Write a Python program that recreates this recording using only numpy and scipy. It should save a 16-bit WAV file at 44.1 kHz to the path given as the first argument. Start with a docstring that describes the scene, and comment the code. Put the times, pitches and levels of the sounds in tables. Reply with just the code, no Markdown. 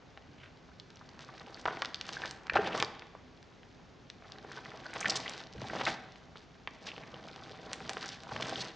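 """In a small quiet room, on a table, a thumb kneads a balloon stuffed with soft filling: three slow squeezes.
Clumped ringing grains and low noise make the filling crunch, squeak and heave as each press sinks and lets go.
The rubber snaps (filtered kicks), brushes (swelling noise), creaks (trains of slips) and pops (gliding twangs).
Low decaying sines wobble the ball on the table; room modes, a diffuse tail and room tone surround it."""
import sys
import numpy as np
from scipy import signal
from scipy.fft import rfft, irfft
from scipy.io import wavfile

SR = 44100
rng = np.random.default_rng(int(sys.argv[2]) if len(sys.argv) > 2 else 0)


def inscribe(sig):
    """Save sig as 16-bit PCM at rate SR to the path in sys.argv[1].

    A 1-D sig is mono; a 2-D sig holds one channel per row.
    Samples are clipped to [-1, 1] before scaling.
    """
    pcm = np.round(np.clip(np.atleast_2d(sig).T, -1, 1) * 32767)
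    wavfile.write(sys.argv[1], SR, pcm.astype(np.int16))


N = 385875

# colour of the room tone: f/Hz, relative level/dB
ROOM_TONE_COLOUR = [(15, -34.5), (27, -13), (45, -2.5), (174, -0.5), (212, -6.5), (246, -1.5), (315, -8),
                    (425, -5.5), (470, -10), (811, -10.5), (874, -13), (1550, -16.5), (3980, -23.5),
                    (6710, -28), (9500, -54), (12400, -99), (20900, -120)]
# left-right likeness of the room tone: f/Hz, likeness (1 = identical)
ROOM_TONE_LIKENESS = [(40, 0.96), (130, 0.72), (400, 0.59), (1500, 0.72), (8000, 0.97)]
ROOM_TONE_DB = -57.5   # level of what both sides share

# how hard the filling is worked while the thumb sinks in, one curve per squeeze: t/s, crunch drive level/dB
PRESS_CURVES = [
    [(.85, -67), (1.42, -54.5), (1.65, -57), (1.69, -44.5), (1.8, -51), (1.85, -48), (1.92, -55),
     (1.98, -57), (2.25, -45), (2.38, -60)],
    [(4.19, -69), (4.25, -59), (4.55, -52), (4.82, -52.5), (5.02, -45), (5.08, -37), (5.2, -45),
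     (5.32, -48), (5.5, -61)],
    [(6.67, -60), (6.8, -59), (6.88, -50), (6.95, -55), (7.45, -53.5), (7.8, -50), (8.05, -47.5),
     (8.2, -58)],
]
# the same while the hand lets go and the ball swells back: t/s, crunch drive level/dB
RELEASE_CURVES = [
    [(2.38, -60), (2.51, -55), (2.57, -38), (2.67, -39), (2.7, -41), (2.745, -38.5), (2.765, -43),
     (2.81, -38), (2.87, -53), (2.95, -59), (3.2, -68)],
    [(5.5, -61), (5.64, -48), (5.72, -46), (5.76, -41), (5.84, -41), (5.89, -35.5), (5.93, -41.5),
     (5.985, -57), (6.3, -67)],
    [(8.2, -58), (8.29, -53), (8.33, -47), (8.39, -48), (8.49, -41), (8.54, -45), (8.61, -43.5),
     (8.75, -57.5)],
]
# how much the skin clings, one row per squeeze: crackle above crunch in the press, in the release: level/dB, level/dB
SKIN_CLING = [(-4, -14), (-5.5, -3.5), (-3, -1)]
REST_DB, FULL_DB = -71, -35   # crunch drive under a resting hand, and at full effort

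# colour of the low heave: f/Hz, relative level/dB
HEAVE_COLOUR = [(35, -18.5), (60, -3), (120, 4.5), (190, 8), (280, 6.5), (450, -47)]
# colour of the crunching filling: f/Hz, relative level/dB
CRUNCH_COLOUR = [(250, 1), (450, -6), (800, 4.5), (1200, -7.5), (1800, -5), (2500, -19.5)]
# colour of the small squeaks: f/Hz, relative level/dB
SQUEAK_COLOUR = [(500, -6.5), (800, -4), (1100, -6.5), (1600, -2.5), (2300, -6.5), (3200, -9.5)]
# colour of the skin's crackle and friction: f/Hz, relative level/dB
CRACKLE_COLOUR = [(1900, 2), (2600, -5.5), (3600, 5), (5000, -1), (6300, -8.5), (7500, -29), (9500, -40)]
HEAVE_DB, HEAVE_FOLLOWS = -49, 0.53   # heave drive at full effort; share of the crunch's swing in dB
# the filling shifts in one lump: t/s, heave drive level/dB, length/s
SLUMPS_OF_FILLING = [(.24, -51.5, 0.055), (1.41, -52.5, 0.035), (2.53, -44.5, 0.29), (5.05, -44, 0.046),
                     (5.56, -45.5, 0.39), (6.82, -56, 0.87), (7.8, -48.5, 0.13), (8.32, -46, 0.29)]
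SLUMP_ATTACK_S, SLUMP_RELEASE_S = 0.0061, 0.039
# the thumb drags over taut rubber: t/s, crackle drive level/dB, length/s
THUMB_DRAGS = [(1.19, -51.5, 0.052), (1.55, -50, 0.047), (2.06, -44.5, 0.023), (2.12, -39.5, 0.013),
               (2.24, -45.5, 0.042), (2.66, -48, 0.01), (2.738, -43.5, 0.052), (4.51, -55, 0.065),
               (4.93, -49.5, 0.053), (5.09, -53, 0.15), (5.27, -48.5, 0.13), (5.843, -44, 0.075),
               (6.35, -56, 0.059), (8.0, -47, 0.13), (8.57, -48.5, 0.11)]
DRAG_ATTACK_S, DRAG_RELEASE_S = 0.013, 0.027

# rubber letting go at one spot, before the room: t/s, peak level/dB, centre f/Hz, width/octaves
RUBBER_SNAPS = [(0.1747, -33, 1560, 3.1), (0.7988, -30.5, 4050, 0.5), (.904, -37, 3650, 1.5),
                (.958, -43, 5700, 0.19), (.971, -38.5, 3480, 1.1), (1.0123, -41.5, 1210, 0.58),
                (1.091, -37, 4340, 0.57), (1.1922, -31, 1890, 7.6), (1.289, -40, 990, 1.5),
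                (1.3408, -43, 3300, 1.2), (1.38, -37, 2920, 2.2), (1.3974, -38, 4170, 0.23),
                (1.4176, -40, 1900, 2.5), (1.4635, -40, 2630, 0.92), (1.4685, -43, 5200, 0.46),
                (1.5446, -32, 4570, 0.17), (1.5552, -44, 1300, 1), (1.5957, -34, 2400, 3.8),
                (1.6136, -36, 5500, .8), (1.6553, -21.5, 1900, 2.8), (1.6595, -31, 2200, 3.5),
                (1.6768, -29, 2600, 2.9), (1.6835, -24, 1290, 2.6), (1.708, -29, 1070, 2.1),
                (1.771, -29.5, 1200, 3.6), (1.8207, -14, 2380, 2.3), (1.8485, -20, 2520, 2.4),
                (1.857, -22.5, 4300, 0.59), (1.9447, -18.5, 4100, 0.41), (1.9574, -32, 4500, 0.55),
                (2.012, -19, 3840, 0.94), (2.0546, -33, 2700, 2), (2.0672, -32, 3950, 2),
                (2.091, -21, 2390, 3), (2.133, -24.5, 3780, 2), (2.153, -32, 2300, 2.3),
                (2.168, -31.5, 1640, 0.19), (2.2195, -24.5, 2300, 2.1), (2.2367, -28.5, 1680, 0.3),
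                (2.2573, -22, 2830, 2.5), (2.3107, -22.5, 5230, 1.2), (2.469, -30, 2300, 2.9),
                (2.4807, -37, 1400, 1.7), (2.4971, -19.5, 1920, 0.56), (2.5352, -27, 2470, 2.8),
                (2.5685, -11.5, 1380, 1.9), (2.6742, -23, 1900, 4.4), (2.7065, -32, 700, 1.2),
                (2.7465, -30.5, 500, 1.7), (2.7502, -22.5, 1050, 2.7), (2.7525, -29, 3600, 1.8),
                (2.777, -20, 2400, 5.1), (2.8003, -17, 2630, 5.7), (2.8022, -17, 3020, 0.67),
                (2.8254, -9, 2120, 3.6), (2.8472, -24, 4340, 0.22), (2.9511, -37, 2200, 2.5),
                (2.9948, -32.5, 4070, 0.79), (3.0218, -31.5, 1600, 2), (3.1507, -37.5, 840, 2.4),
                (3.428, -39.5, 3550, 1.6), (3.632, -41.5, 2340, 0.94), (4.1007, -27, 3770, 1),
                (4.222, -45, 1050, 0.64), (4.2535, -43.5, 1100, 1.4), (4.3207, -29, 4430, 0.44),
                (4.385, -37, 3850, 0.46), (4.516, -34.5, 1670, 0.53), (4.52, -32.5, 4800, 1),
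                (4.565, -33, 3200, 1.8), (4.573, -36.5, 1550, 0.2), (4.5889, -37, 1420, 0.56),
                (4.6507, -33, 3000, 1.9), (4.658, -34, 1760, 0.9), (4.7046, -37, 3000, 2),
                (4.717, -40.5, 1600, 0.54), (4.774, -37, 4480, 0.54), (4.802, -37.5, 2870, 1.3),
                (4.865, -34, 4460, 0.26), (4.9335, -31, 1700, 1), (4.9382, -24.5, 3820, 6.2),
                (5.0287, -28, 2430, 0.31), (5.0454, -24, 1600, 1), (5.057, -18, 2160, 0.51),
                (5.0828, -19.5, 5080, 1.3), (5.1225, -25, 3000, 1.6), (5.2025, -25, 4300, .8),
                (5.2793, -23.5, 3260, 0.37), (5.2954, -21, 5860, 1.2), (5.336, -30, 3980, 0.91),
                (5.3789, -27.5, 2970, 2.8), (5.4036, -31, 3470, 0.94), (5.415, -36, 3600, 1.3),
                (5.438, -34.5, 4030, 0.48), (5.47, -37, 4000, 0.73), (5.527, -36, 4270, 0.74),
                (5.536, -36, 4760, 0.58), (5.617, -28.5, 3540, 1.5), (5.685, -30, 3720, 2.5),
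                (5.699, -29.5, 1870, 0.53), (5.7355, -28.5, 1050, 3.7), (5.7517, -28.5, 660, 1.5),
                (5.813, -24, 1000, 2.1), (5.866, -23, 1800, 1), (6.1217, -39, 4400, 0.74),
                (6.1583, -37.5, 2440, 1.9), (6.357, -36.5, 750, 7.1), (6.6743, -20.5, 1780, 2.2),
                (6.917, -32.5, 2700, 0.15), (6.964, -34.5, 2900, 0.53), (6.98, -30, 1400, 7.2),
                (7.036, -34.5, 1600, 1.8), (7.1427, -34.5, 3300, 0.44), (7.159, -42, 2700, 1.5),
                (7.2465, -44, 590, 1.4), (7.2855, -33, 2900, 1.4), (7.332, -40, 2800, 1.8),
                (7.3615, -32.5, 3570, 1.3), (7.436, -36.5, 4100, 0.74), (7.495, -34.5, 2440, 2.8),
                (7.5132, -37, 3900, 1.2), (7.5571, -40, 2200, 1.7), (7.7158, -31, 1700, 4.5),
                (7.7318, -15, 4900, 2.05), (7.7383, -29, 2520, 0.74), (7.8044, -33, 1780, 2.6),
                (7.8942, -15, 2400, 4), (7.9, -24, 5200, 2.6), (7.9103, -34, 2200, 2.5),
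                (7.9336, -24, 3270, 4.1), (7.9696, -23.5, 1400, 2.6), (8.0235, -39, 1300, 0.8),
                (8.0275, -23, 2240, 3.2), (8.0411, -31.5, 1770, .77), (8.0595, -27, 5600, .6),
                (8.081, -30, 6000, 0.65), (8.09, -23.5, 4900, 0.67), (8.2047, -37, 3500, 1.1),
                (8.2351, -31, 3420, 2.5), (8.27, -39, 950, 0.86), (8.2913, -36, 1010, 0.88),
                (8.41, -25.5, 4200, 1.4), (8.4691, -28, 4000, 2.4), (8.495, -22.5, 2780, 5),
                (8.525, -29, 690, 1.1), (8.5579, -23, 3300, 0.38), (8.5948, -29.5, 2400, 4.5),
                (8.626, -34, 1600, 1.3), (8.645, -31, 4500, 1.8), (8.674, -34, 2600, 2)]
# lesser snaps come by chance, more often and louder with effort; rate and level are those at full effort
SMALL_SNAPS_PER_S, SMALL_SNAP_DB, SMALL_SNAP_FOLLOWS, SMALL_SNAP_SPREAD_DB = 85, -37, 0.43, 1.5
SMALL_SNAP_LOW_HZ, SMALL_SNAP_HIGH_HZ, SMALL_SNAP_OCTAVES = 900, 5600, 0.94

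# a fingertip brushing over dry rubber: t/s, rms level/dB before the grain, centre f/Hz, length/s
FINGER_BRUSHES = [(0.35, -64, 2600, 0.18), (0.39, -67.5, 1400, 0.13), (2.641, -47.5, 2900, 0.06),
                  (2.712, -48.5, 2650, 0.033), (5.899, -65, 1900, 0.14), (6.848, -52, 4630, 0.043),
                  (6.861, -51.5, 2900, 0.059)]
# rubber skidding along a finger: t/s, level/dB before trim, ring f/Hz, nominal width/octaves, length of slipping/s
RUBBER_CREAKS = [(1.019, -54.5, 1150, 0.24, 0.0088), (1.407, -48, 1015, 1.9, 0.014),
                 (1.473, -47.5, 783, 0.35, 0.008), (1.822, -32, 1410, 0.59, 0.0067),
                 (2.249, -36.5, 1000, 0.93, 0.0054), (2.522, -40, 450, 1.5, 0.0039),
                 (2.538, -35.5, 900, 3, 0.0091), (2.554, -28.5, 1690, 1.96, 0.01),
                 (2.571, -36, 2000, 1.8, 0.0047), (2.582, -38, 900, 1.2, 0.0089),
                 (2.673, -32, 1124, 2.6, 0.0056), (2.781, -36, 1090, 0.51, 0.0071),
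                 (4.447, -42.5, 684, 1.6, 0.0038), (4.741, -48, 710, 0.76, 0.012),
                 (4.852, -41.5, 1500, 0.11, 0.014), (4.955, -37, 1402, 1.8, 0.014),
                 (5.005, -32, 6540, 0.92, 0.0077), (5.01, -34.5, 1290, 1.3, 0.0057),
                 (5.097, -23, 4970, 0.39, 0.011), (5.156, -29.5, 4880, 0.95, 0.018),
                 (5.26, -35.5, 1756, 0.66, 0.0093), (5.552, -51, 488, 1.4, 0.015),
                 (5.618, -38.5, 640, 0.94, 0.0057), (5.64, -43, 850, 0.34, 0.015),
                 (5.733, -32, 660, 0.61, 0.003), (5.761, -36.5, 720, 0.98, 0.009),
                 (5.796, -36, 995, 3.1, 0.011), (5.81, -31, 938, 3.4, 0.0091),
                 (5.852, -30, 4020, 0.87, 0.0052), (5.8665, -26.5, 1660, 0.94, 0.01),
                 (5.877, -29, 1050, 3.8, 0.01), (5.892, -36, 1760, 2.9, 0.013),
                 (6.867, -43, 2280, 1.9, 0.012), (6.976, -46.5, 450, 1, 0.0044),
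                 (7.008, -48, 664, 0.56, 0.0049), (7.138, -45, 628, 1.4, 0.0075),
                 (7.245, -48, 440, 1.1, 0.01), (7.272, -51, 660, 1, 0.0049),
                 (7.507, -48.5, 480, 0.7, 0.0087), (7.592, -46, 494, 0.43, 0.0048),
                 (7.68, -56, 860, .7, .014), (7.717, -44, 595, 1.5, 0.005), (7.809, -44, 635, 1.5, 0.0048),
                 (7.907, -41, 767, 0.41, 0.0066), (8.3127, -37, 885, 1.5, 0.011),
                 (8.362, -34, 2220, 1.4, 0.0048), (8.3995, -35, 783, 0.6, 0.0069),
                 (8.423, -29, 2687, 1.26, 0.0064), (8.456, -39, 1500, 1, .004),
                 (8.489, -40, 1000, 1.3, 0.005), (8.605, -34.5, 4450, 0.58, 0.018)]
# a fold pulls open and twangs: t/s, level/dB before sag and roughness, start f/Hz, end f/Hz, length/s
# the pitch slides with the tension
FOLD_POPS = [(1.6552, -23, 890, 1020, 0.0027), (1.6597, -24.5, 1290, 1160, 0.0034),
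             (1.677, -28, 710, 1095, 0.005), (1.6817, -26, 900, 1410, 0.0034),
             (2.4975, -22.5, 1910, 1800, 0.0023), (2.556, -19.5, 946, 613, 0.0086),
             (2.5725, -22, 1900, 1330, 0.0023), (2.588, -28.5, 520, 400, .011),
             (2.8248, -25.5, 1140, 1120, 0.0051), (5.0574, -23.5, 2060, 1450, 0.0052),
             (8.361, -32, 740, 1070, 0.0034)]
# the filling slumps and rocks the ball on the table: t/s, level/dB before the soft push, f/Hz, t60/s
BALL_THUDS = [(2.528, -34, 71.4, 0.11), (2.556, -34, 92, 0.082), (5.556, -35, 71, 0.11),
              (5.589, -34, 105, 0.1), (5.616, -36, 115.4, 0.15), (8.32, -31.5, 124, 0.082),
              (8.334, -37, 88, 0.081), (8.366, -41, 116, 0.11)]

# resonant modes of the small room: f/Hz, width/Hz, lift level/dB
ROOM_MODES = [(132, 16, 8), (188, 19, 6.5), (249, 15, 3), (332.4, 30, 8.5), (438, 54, 8), (528, 90, 3),
              (602, 18, 4), (660, 28, 5.5), (775, 41, 7.5), (978, 26, 4), (1144, 26, 5), (1320, 18, 1.5),
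              (1550, 87, 4), (1760, 67, 2.5), (1968, 25, 3), (4900, 160, 2), (5920, 180, 2.5)]
# room tail: f/Hz, t60/s, level/dB, left-right difference level/dB relative to it
ROOM_TAIL = [(100, 0.82, -5, -25), (400, 0.8, -8, -27), (1500, 0.75, -9.5, -12.5), (3020, 1, -13, -10.5),
             (4970, 0.58, -16.5, -11), (9000, 0.081, -5.5, -8)]
TREBLE_HZ, CUTOFF_HZ = 7030, 9300   # gentle treble droop, then the steep top cut


def from_db(db):
    """Decibels to gain."""
    return 10 ** (np.asarray(db) / 20)


def rms_one(x):
    """Scale to rms 1."""
    return x / np.sqrt(np.mean(x ** 2) + 1e-20)


def at_hz(points, hz, axis=1):
    """Read one column of a table on a log-frequency axis."""
    points = np.array(points)
    return np.interp(np.log(hz + 1e-9), np.log(points[:, 0]), points[:, axis])


def in_time(rows):
    """One stroke's level at every sample, as a gain; silent outside the stroke."""
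    s, level_db = np.transpose(rows)
    t = np.arange(N) / SR
    inside = (t >= s[0]) & (t < s[-1])
    return from_db(np.interp(t, s, level_db)) * inside


def drift(rate_hz):
    """Slow random wandering of rms 1: noise through two equal one-pole smoothers, drawn every 40 samples."""
    step = 40
    r = np.exp(-2 * np.pi * rate_hz * step / SR)
    raw = rng.standard_normal(N // step + 2002)
    slow = signal.lfilter([1], [1, -2 * r, r * r], raw)[2000:]   # skip the filter's start
    return np.interp(np.arange(N) / step, np.arange(len(slow)), rms_one(slow))


def band(x, hz, octaves, order=1):
    """A broad resonance around hz."""
    half_width = 2 ** (octaves / 2)
    edges = np.clip([hz / half_width, hz * half_width], 10, .45 * SR)
    return signal.sosfilt(signal.butter(order, edges, "band", fs=SR, output="sos"), x + 1e-18)


def soften(x, hz, order=2):
    """Low-pass."""
    return signal.sosfilt(signal.butter(order, min(hz, SR / 2 - 1), fs=SR, output="sos"), x)


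def noise(spectrum):
    """Smooth noise of a given colour, rms 1."""
    colour = from_db(at_hz(spectrum, np.fft.rfftfreq(N, 1 / SR)))
    return rms_one(irfft(rfft(rng.standard_normal(N)) * colour, N))


def add(track, s, sound):
    """Mix a sound in at time s."""
    at = max(round(s * SR), 0)
    track[at:at + len(sound)] += sound[:N - at]


def swells(rows, attack_s, release_s):
    """Gain of short movements: each rises, holds to the end of its length and dies away."""
    out, t = np.zeros(N), np.arange(SR) / SR
    for s, level_db, length in rows:
        rise = np.minimum(t / attack_s, 1)
        fall = np.exp(-np.maximum(t - length, 0) / release_s)
        add(out, s, from_db(level_db) * rise * fall)
    return out


def room_tone():
    """Steady rumble and hiss; a noise of opposite sign on each side sets how alike the two sides are."""
    alike = np.clip(at_hz(ROOM_TONE_LIKENESS, np.fft.rfftfreq(N, 1 / SR)), 0, 1)
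    side_ratio = np.sqrt((1 - alike) / (1 + alike))
    side = irfft(rfft(noise(ROOM_TONE_COLOUR)) * side_ratio, N)
    return from_db(ROOM_TONE_DB) * (noise(ROOM_TONE_COLOUR) + side * [[1], [-1]])


def strokes():
    """Drive gains of crunch and crackle through the three presses and releases, over the resting hand."""
    crunch = crackle = np.full(N, from_db(REST_DB))
    for press, release, (press_db, release_db) in zip(PRESS_CURVES, RELEASE_CURVES, SKIN_CLING):
        for rows, cling_db in ((press, press_db), (release, release_db)):
            stroke = in_time(rows)
            crunch = np.maximum(crunch, stroke)
            crackle = np.maximum(crackle, from_db(cling_db) * stroke)
    return crunch, crackle


def grains(spectrum, per_s, spread_db, clump_db, octaves, patchy_db=2.5, count=14):
    """Tiny slips come in clumps; each rings briefly at the pitch of its own patch of rubber. 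Rms 1."""
    rate = per_s * from_db(clump_db * 2 * np.tanh(drift(35) / 2))
    at = np.flatnonzero(rng.random(N) < rate / SR)
    sizes = from_db(spread_db * np.minimum(rng.exponential(1, len(at)), 3))
    sizes = sizes * rng.choice([-1, 1], len(at))
    sizes = sizes / np.sqrt(per_s[at])   # denser grains are smaller, so density does not set the level
    patch = rng.integers(0, count, len(at))
    out = np.zeros(N)
    for k, hz in enumerate(np.geomspace(spectrum[0][0], spectrum[-1][0], count)):
        # each patch grips and eases for some milliseconds
        grip = from_db(patchy_db * np.minimum(drift(37)[at], 1.6))
        clicks = np.zeros(N)
        clicks[at] = sizes * grip * (patch == k)
        out += from_db(at_hz(spectrum, hz)) * band(clicks, hz, octaves, order=2)
    return rms_one(out)


def kneading(crunch_gain, crackle_gain, crunch_db=-6.5, squeak_db=-4.5, crackle_db=-4.5, friction_db=-7.5):
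    """The harder the hand works, the denser and louder the filling crunches and the skin squeaks and crackles."""
    work = crunch_gain / from_db(FULL_DB)
    effort = work ** .45
    slump_gain = swells(SLUMPS_OF_FILLING, SLUMP_ATTACK_S, SLUMP_RELEASE_S)
    heave_gain = np.hypot(from_db(HEAVE_DB) * work ** HEAVE_FOLLOWS, slump_gain)
    skin_gain = np.hypot(crackle_gain, swells(THUMB_DRAGS, DRAG_ATTACK_S, DRAG_RELEASE_S))

    heave = from_db(-8.5) * heave_gain * noise(HEAVE_COLOUR)
    crunch = grains(CRUNCH_COLOUR, 2200 * effort, spread_db=2.5, clump_db=5.0, octaves=1.0)
    squeaks = grains(SQUEAK_COLOUR, 600 * effort, spread_db=1.0, clump_db=3.0, octaves=0.18)
    filling = from_db(crunch_db) * crunch_gain * (crunch + from_db(squeak_db) * squeaks)
    crackle = grains(CRACKLE_COLOUR, 3200 * effort, spread_db=3.4, clump_db=3.5, octaves=.6)
    friction = from_db(friction_db) * noise(CRACKLE_COLOUR)
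    skin = from_db(crackle_db) * skin_gain * (crackle + friction)
    return heave + filling + skin


def small_snaps(crunch_gain, rate_follows=0.46):
    """Rows of chance snaps, laid out like RUBBER_SNAPS: effort raises their rate and level."""
    work = crunch_gain / from_db(FULL_DB)
    chance = rng.random((N // 100, 2))   # columns: whether a snap is born, its pitch
    scatter = rng.standard_normal(len(chance))
    at = np.linspace(0, N - 1, len(chance)).astype(int)
    step_s = at[1] / SR
    born = chance[:, 0] < SMALL_SNAPS_PER_S * work[at] ** rate_follows * step_s
    effort_db = SMALL_SNAP_FOLLOWS * 20 * np.log10(work[at])
    peak_db = SMALL_SNAP_DB + effort_db + SMALL_SNAP_SPREAD_DB * scatter
    hz = SMALL_SNAP_LOW_HZ * (SMALL_SNAP_HIGH_HZ / SMALL_SNAP_LOW_HZ) ** chance[:, 1]
    return [(at[k] / SR, peak_db[k], hz[k], SMALL_SNAP_OCTAVES) for k in np.flatnonzero(born)]


def snaps(rows, flutter_db=-22, flutter_s=0.0055, flutter_hz=2400, bounce=0.33):
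    """A patch of rubber flicks free, bounces off the table top and flutters dully for a few milliseconds."""
    out, t = np.zeros(N), np.arange(2048) / SR
    for s, peak_db, hz, octaves in rows:
        flutter = soften(rng.standard_normal(len(t)), flutter_hz) * np.exp(-t / flutter_s)
        kick = from_db(flutter_db) * flutter
        kick[0] += 1
        kick[round(rng.uniform(.0005, .001) * SR)] += bounce
        spread = min(octaves, 4)
        top_hz = 1.236 * hz * 2 ** (0.31 * spread)   # soft rubber cannot move much faster than its own ring
        bottom_hz = 0.39 * hz / 2 ** (spread / 2)   # and a small patch radiates no bass
        snap = soften(band(kick, hz, octaves), top_hz, order=4)
        snap = signal.sosfilt(signal.butter(2, bottom_hz, "high", fs=SR, output="sos"), snap)
        add(out, s, from_db(peak_db) * snap / np.abs(signal.hilbert(snap)).max())
    return out


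def brushes(rough_db=3.5):
    """Skin sliding without sticking: a grainy swish, under an octave wide, that swells and fades."""
    out, grain = np.zeros(N), from_db(rough_db * drift(120))
    for s, level_db, hz, length in FINGER_BRUSHES:
        span = round(length * SR)
        swish = band(rng.standard_normal(span), hz, 0.77, order=2) * np.hanning(span)
        add(out, s, from_db(level_db) * rms_one(swish))
    return out * grain


def creaks(cycles_per_slip=1.8, uneven=.45, scuff_db=-21, fade=0.091, trim_db=-4.0):
    """The rubber catches and slips every couple of cycles of its own ring, weakening slightly over the run."""
    out = np.zeros(N)
    for s, level_db, hz, octaves, length in RUBBER_CREAKS:
        span = round(length * SR)
        gaps = cycles_per_slip * SR / hz * np.exp(uneven * rng.standard_normal(80))
        at = (np.cumsum(gaps) - gaps[0]).astype(int)
        inside = at < span
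        slips = from_db(scuff_db) * rng.standard_normal(span)
        slips[at[inside]] += rng.uniform(.6, 1.3, 80)[inside]
        slips = slips * np.exp(-fade * np.arange(span) / span)
        slips = np.pad(slips, (0, 1024))   # time to ring out
        top_hz = 1.43 * hz * 2 ** (0.49 * min(octaves, 4))
        creak = soften(band(slips, hz, 0.78 * octaves), top_hz, order=3)
        add(out, s, from_db(level_db + trim_db) * creak * np.sqrt(span / np.sum(creak ** 2)))
    return out


def pops(overtone=1.7, overtone_db=-9, waver=0.19, waver_hz=700, rough_db=2.0, sag_db=-5,
         attack_s=0.00035, release_s=0.0011):
    """A fold springs open at once, twangs unevenly in two modes for a few cycles and is stopped by the skin."""
    out, t = np.zeros(N), np.arange(2048) / SR
    for s, peak_db, start_hz, end_hz, length in FOLD_POPS:
        along = np.minimum(t / length, 1)
        tension, grip = rms_one(soften(rng.standard_normal((2, len(t))), waver_hz))
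        pitch_hz = start_hz * (end_hz / start_hz) ** along * np.exp(waver * tension)
        phase = 2 * np.pi * np.cumsum(pitch_hz) / SR
        twang = np.sin(phase) + from_db(overtone_db) * np.sin(overtone * phase)
        envelope = (1 - np.exp(-t / attack_s)) * np.exp(-np.maximum(t - length, 0) / release_s)
        add(out, s, from_db(peak_db + sag_db * along + rough_db * grip) * envelope * twang)
    return out


def thuds(push_s=0.011):
    """A soft push sets the heavy ball wobbling against the table: a low sine that dies away."""
    out, t = np.zeros(N), np.arange(SR // 2) / SR
    for s, level_db, hz, t60 in BALL_THUDS:
        wobble = np.sin(2 * np.pi * hz * t) * from_db(-60 * t / t60)
        add(out, s, from_db(level_db) * wobble * (1 - np.exp(-t / push_s)))
    return out


def room_modes(x):
    """Narrow two-pole room modes ring on beside the direct sound."""
    out = x
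    for hz, width, lift_db in ROOM_MODES:
        r = np.exp(-np.pi * width / SR)
        feed = np.array([1, 0, -1]) * (1 - r * r) / 2
        feedback = [1, -2 * r * np.cos(2 * np.pi * hz / SR), r * r]
        out = out + (from_db(lift_db) - 1) * signal.lfilter(feed, feedback, x)
    return out


def room_tail(x, build_s=0.00075):
    """A diffuse tail of decaying noise bands, shortest in the top treble, a little different on each side."""
    t, tail = np.arange(SR) / SR, 0
    for hz in 100 * 2. ** np.arange(8):
        t60, level_db, side_db = (at_hz(ROOM_TAIL, hz, axis=column) for column in (1, 2, 3))
        decay = from_db(-60 * t / t60) * (1 - np.exp(-t / build_s))
        echoes = band(rng.standard_normal((2, SR)), hz, 0.91, order=2) * decay / np.linalg.norm(decay)
        tail = tail + from_db([[level_db], [level_db + side_db]]) * echoes
    mid, side = signal.fftconvolve(x[None], tail, axes=1)[:, :N]
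    return mid + side * [[1], [-1]]


def scene():
    """The ball in the middle, the room around it."""
    crunch_gain, crackle_gain = strokes()
    chance_snaps = snaps(small_snaps(crunch_gain))
    rubber = snaps(RUBBER_SNAPS) + chance_snaps + brushes() + creaks() + pops()
    ball = room_modes(kneading(crunch_gain, crackle_gain) + rubber) + thuds()
    return ball + room_tail(ball) + room_tone()


def record(dry):
    """The treble droops, then the top is cut steeply."""
    drooped = soften(dry, TREBLE_HZ, order=3)
    top_cut = signal.ellip(10, .2, 70, CUTOFF_HZ, fs=SR, output="sos")
    return signal.sosfilt(top_cut, drooped)


dry = scene()
out = record(dry)
inscribe(out)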